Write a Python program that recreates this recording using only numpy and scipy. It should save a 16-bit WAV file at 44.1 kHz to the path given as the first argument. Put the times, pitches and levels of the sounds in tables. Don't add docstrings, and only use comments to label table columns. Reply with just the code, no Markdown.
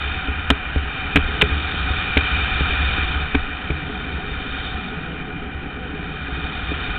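import sys
import numpy as np
from scipy import signal
from scipy.fft import rfft, irfft
from scipy.io import wavfile
from scipy.ndimage import uniform_filter1d

SR = 44100
rng = np.random.default_rng(int(sys.argv[2]) if len(sys.argv) > 2 else 0)


def rack_gain(trim_db):
    fader = np.asarray(trim_db, float)
    return 10 ** (fader / 20)


def to_wav(sig):
    pcm = np.clip(np.atleast_2d(sig), -1, 1) * 32767
    pcm = np.round(pcm).astype(np.int16)
    wavfile.write(sys.argv[1], SR, pcm.T)


N = 307818


def rms_one(x):
    return x / np.sqrt(np.mean(x ** 2) + 1e-20)


def drift(rate):
    r = np.exp(-80 * np.pi * rate / SR)
    noise = rng.standard_normal(N // 40 + 2002)
    slow = signal.lfilter([1], [1, -2 * r, r * r], noise)[2000:]
    return np.interp(np.arange(N) / 40, np.arange(len(slow)), rms_one(slow))


def ring(x, hz, width_hz):
    r = np.exp(-np.pi * width_hz / SR)
    w = 2 * np.pi * hz / SR
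    return signal.lfilter([0, np.sin(w)], [1, -2 * r * np.cos(w), r * r], x + 1e-18)


def band(x, low_hz, high_hz, order=2):
    return signal.sosfilt(signal.butter(order, [low_hz, high_hz], "band", fs=SR, output="sos"), x)


def grit(per_s, spread_db):
    sizes = rack_gain(spread_db * np.minimum(rng.exponential(1, N), 5)) * rng.choice([-1, 1], N)
    met = rng.random(N) < per_s / SR
    return rms_one(sizes * met)


def shaken(road, modes, patchy_db, rate):
    out = 0
    for k, (hz, width_hz, db) in enumerate(modes):
        coupling = rack_gain(db + patchy_db * drift(rate))
        out = out + (-1) ** k * coupling * width_hz * ring(road, hz, width_hz)
    return out


# (time [s], wheel hiss, rising with speed [dB], coarse road as extra truck shake [dB],
# fine grit as extra treble [dB])
RIDE = [(0.0, -26, -0.5, 2.5), (0.3, -28.5, -1.5, -2.5), (0.56, -29, -4, -4), (0.82, -28.5, -3.5, -3),
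        (1.1, -27, -1, -1.5), (1.42, -26, 3.5, 1.5), (1.81, -26, -1.5, 3), (2.31, -23.5, 0.5, 1),
        (2.951, -23.5, 1.5, 2), (3.46, -29.5, -3.5, -1.5), (3.91, -31, 2, 1.5), (4.24, -31, 1, 0),
        (4.65, -29.5, 0, 5), (5.07, -32.5, 2, -1.5), (5.45, -34.5, 0, -6), (5.85, -34, 0, -3),
        (6.501, -29.5, -1, 2.5), (6.98, -27.5, 0, 0)]


def ride():
    s, *controls = np.transpose(RIDE)
    return [np.interp(np.arange(N) / SR, s, c) for c in controls]


def wind(faster_db):
    flutter = band(rng.standard_normal(N), 11, 44, order=3) * rack_gain(4.7 * drift(4))
    return rack_gain(-37 + 0.5 * faster_db) * rms_one(flutter)


# (frequency [Hz], width [Hz], level [dB])
DECK = [(70.05, 20, 4), (52, 22, -5)]


def deck_bounce(faster_db, coarse_db, rough):
    deck = shaken(grit(1100, 2.0), DECK, patchy_db=-1.8, rate=9.7)
    deck_db = -30.5 + 0.96 * faster_db + 0.15 * coarse_db
    return rack_gain(deck_db + 0.24 * rough) * rms_one(deck)


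# (frequency [Hz], width [Hz], level [dB])
TRUCKS = [(155, 56, -0.5), (232.1, 100, -3.5), (277, 41.2, -0.5), (342.7, 40, -10), (419, 21, -4),
          (497, 24, -11.5), (696, 96, -16)]


def truck_shake(coarse_db, rough):
    trucks = band(shaken(grit(1500, 2.5), TRUCKS, patchy_db=1.0, rate=8), 100, 620)
    return rack_gain(-34 + coarse_db + 0.27 * rough) * rms_one(trucks)


# (time [s], truck peak [dB], deck bounce relative to it [dB], strongest ring [Hz])
BUMPS = [(0.285, -20, 4.5, 267), (1.519, -30.5, 16, 234), (1.743, -17, -14.5, 156),
         (1.905, -20.5, 5.5, 202), (2.719, -25.5, 11, 132), (2.871, -28.5, 6, 130),
         (2.983, -16.5, 2.5, 198), (3.161, -28, 10, 143), (4.067, -20.5, -1.5, 183), (4.616, -25, -10, 180),
         (4.743, -32, 3, 136), (5.548, -30, 8, 423), (5.854, -27, -22, 150), (6.029, -30, 6, 174),
         (6.44, -30, 10.5, 165), (6.718, -19, -14, 272), (6.884, -34.5, 3, 148)]
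# (time [s], truck peak [dB], deck bounce relative to it [dB], strongest ring [Hz],
# focus on it [dB per octave])
THUDS = [
    (0.502, -11.5, -11, 258, 3.5),
    (0.515, -16.5, -29, 153, 19),
    (0.7605, -14.5, -20, 258, 9),
    (1.158, -1.5, -14, 253, 10.5),
    (1.1714, -9.5, -14.5, 230, 7.5),
    (1.426, -7, -10, 410, 22),
    (2.169, -5, -6, 275, 11.5),
    (2.608, -9.5, -11, 142.4, 8.5),
    (3.3472, -11.5, -5.5, 277, 12),
    (3.7022, -16.5, -12, 227, 8.5),
]
REBOUNDS = [
    (.5082, 1.5, -13.5, 286, 28),
    (.7632, -14, 8, 159, 9.2),
    (1.1632, -5.5, -20.5, 201.7, 5.3),
    (1.1734, -4, -10, 155, 14),
    (1.4288, -4, -5.5, 155, 9),
    (2.1757, -14.5, -7, 302, 24),
    (3.3528, -2, -17, 279, 38),
    (3.7062, -5.5, -5, 159, 10),
]


def thuds(rows, direction):
    s, truck_db, deck_db, ring_hz, focus_db = np.transpose(rows)
    at = (s * SR).astype(int)
    trucks, push = np.zeros(N), np.zeros(N)
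    for hz, width_hz, db in TRUCKS:
        blow = np.zeros(N)
        blow[at] = rack_gain(truck_db + db - 1.5 - focus_db * np.abs(np.log2(hz / ring_hz)))
        trucks += ring(blow, hz, width_hz)
    trucks = band(trucks, 28, 1100)
    push[at] = rack_gain(truck_db + deck_db)
    bounce = ring(band(push, 17, 250, order=1), 74, 10)
    return direction * (trucks + bounce)


# (frequency # [Hz], width [Hz], level when rolling [dB], level when struck [dB])
HOUSING = [(751, 42, -5.5, -13.5), (1070, 270, -21.5, -13.5), (1238, 84, -6.5, -18.5),
           (1458, 102, -3, -5.5), (1606, 140, -6.5, 1), (1859, 212, -10, -4), (2348.4, 117, -3.5, -1.5),
           (2450, 119.5, -2.5, -6.5), (2915, 270, -13, -7.5), (3084, 170, -9.5, -1.5),
           (3621, 102, -5.5, -13), (3736, 310, -13, 1), (4040, 200, -32, 10.5)]
# (time [s], peak [dB], length [ms], strongest ring [Hz], focus on it [dB per octave])
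RATTLES = [(0.503, 7, 2.7, 2450, 14), (0.506, -6, 1.3, 3560, 4), (0.5097, -9.5, 1.5, 1480, 42),
           (0.5114, -4, 0.9, 2400, -13), (1.1583, 3, 4.2, 2350, 24.5), (1.1588, -8.5, 4.8, 3580, 10),
           (1.165, -5.5, 5.1, 1200, 6.5), (1.1764, -20, .8, 3410, 3), (1.4133, 3.5, 5.5, 3070, 30),
           (1.4195, 2, 4.7, 2450, 56), (2.1716, -2.5, 2.3, 2390, 23.5), (2.1748, -3, 2.8, 3700, 3),
           (3.348, -15.5, 1.1, 3900, 31), (3.3475, -10, 5.4, 800, 4), (3.3496, -9.5, 5.1, 2360, 39),
           (3.7037, -17, 4, 2310, 24)]


def rattles():
    out = np.zeros(N)
    t = np.arange(int(0.06 * SR)) / SR
    for s, db, ms, ring_hz, focus_db in RATTLES:
        chatter = rng.standard_normal(len(t)) * (rng.random(len(t)) < 0.15)
        chatter[0] = -3
        rings = np.zeros(len(t))
        for hz, width_hz, roll_db, hit_db in HOUSING:
            mode_db = hit_db - focus_db * abs(np.log2(hz / ring_hz))
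            rings += rack_gain(mode_db) * ring(chatter, hz, 0.61 * width_hz)
        power = uniform_filter1d(rings ** 2, size=60)
        rings /= np.sqrt(power + 0.33 * np.mean(rings ** 2))
        gate = rack_gain(-3.5e3 * np.maximum(t - ms / 1000, 0))
        i = int(s * SR)
        out[i:i + len(t)] += rack_gain(db - 4.5) * rings * gate
    return out


# (frequency [Hz], level [dB])
BETWEEN = [(500, -21), (700, -22.5), (1100, -17), (2000, -21.5), (2800, -21.5), (3500, -21.5), (3800, -19),
           (4100, -26)]


def wheel_hiss(hiss_db, fine_db, rough):
    tones = shaken(grit(5000, 2.26), [mode[:3] for mode in HOUSING], patchy_db=0.67, rate=17)
    hz = np.maximum(np.fft.rfftfreq(N, 1 / SR), 1)
    points = np.array(BETWEEN)
    shape = rack_gain(np.interp(np.log(hz), np.log(points[:, 0]), points[:, 1], left=-60, right=-60))
    broad = irfft(rfft(grit(6000, 1.1)) * shape, N) * SR / (2 * np.pi)
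    hiss = rms_one(tones + broad)
    hiss += (rack_gain(0.31 * (hiss_db + 30.5) + fine_db) - 1) * band(hiss, 3060, 4200)
    hiss += (rack_gain(0.46 * (hiss_db + 29.0)) - 1) * band(hiss, 2200, 3100)
    hiss += (rack_gain(-0.3 * (hiss_db + 28.0)) - 1) * band(hiss, 510, 1100)
    return rack_gain(hiss_db + 0.11 * rough) * hiss


def rolling():
    hiss_db, coarse_db, fine_db = ride()
    faster_db = hiss_db + 29
    rough = drift(5.5)
    return (wind(faster_db) + deck_bounce(faster_db, coarse_db, rough)
            + truck_shake(coarse_db, rough) + wheel_hiss(hiss_db, fine_db, rough))


def scene():
    bumps = [(*row, 10) for row in BUMPS]
    blows = thuds([*THUDS, *bumps], -1.09)
    rebounds = thuds(REBOUNDS, 0.6)
    return (rolling() + blows + rebounds + rattles())[None]


# (time [s], height of the swing [full scale])
JOLTS = [
    (0.504, 1.2),
    (.5072, 0.89),
    (1.1596, 1.1),
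    (1.1622, 0.94),
    (1.1663, 0.9),
    (1.1743, .82),
    (1.418, 0.85),
    (1.4205, .97),
    (2.1727, .8),
    (2.1766, 0.785),
]


def limiter(x):
    top = 0.56
    out = top * np.tanh((x / top) ** 3 / 3 + x / top)
    window = np.hanning(41) ** 0.5
    cycle = np.cos(2 * np.pi * 2600 * np.arange(-20, 21) / SR) * window
    for s, swing in JOLTS:
        i = int(s * SR) - 20
        jolt = swing * np.sign(out[:, i + 20:i + 21]) * cycle
        out[:, i:i + 41] += window * (jolt - out[:, i:i + 41])
    return out


def band_limit(x):
    return signal.sosfilt(signal.butter(12, 15830, fs=SR, output="sos"), x)


def record(dry):
    sampling_hz, overload = 8000, 0.707
    taken = signal.sosfiltfilt(signal.butter(9, 3800, fs=SR, output="sos"), limiter(dry))
    mirrored = taken * (1 + 2 * np.cos(2 * np.pi * sampling_hz * np.arange(N) / SR))
    smoothing = signal.firwin(171, 4000, window=("kaiser", 8.5), fs=SR)
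    played = signal.fftconvolve(mirrored, smoothing[None], "same")
    mix = np.clip(played, -overload, overload)
    return band_limit(mix)


dry = scene()
out = record(dry)
to_wav(out)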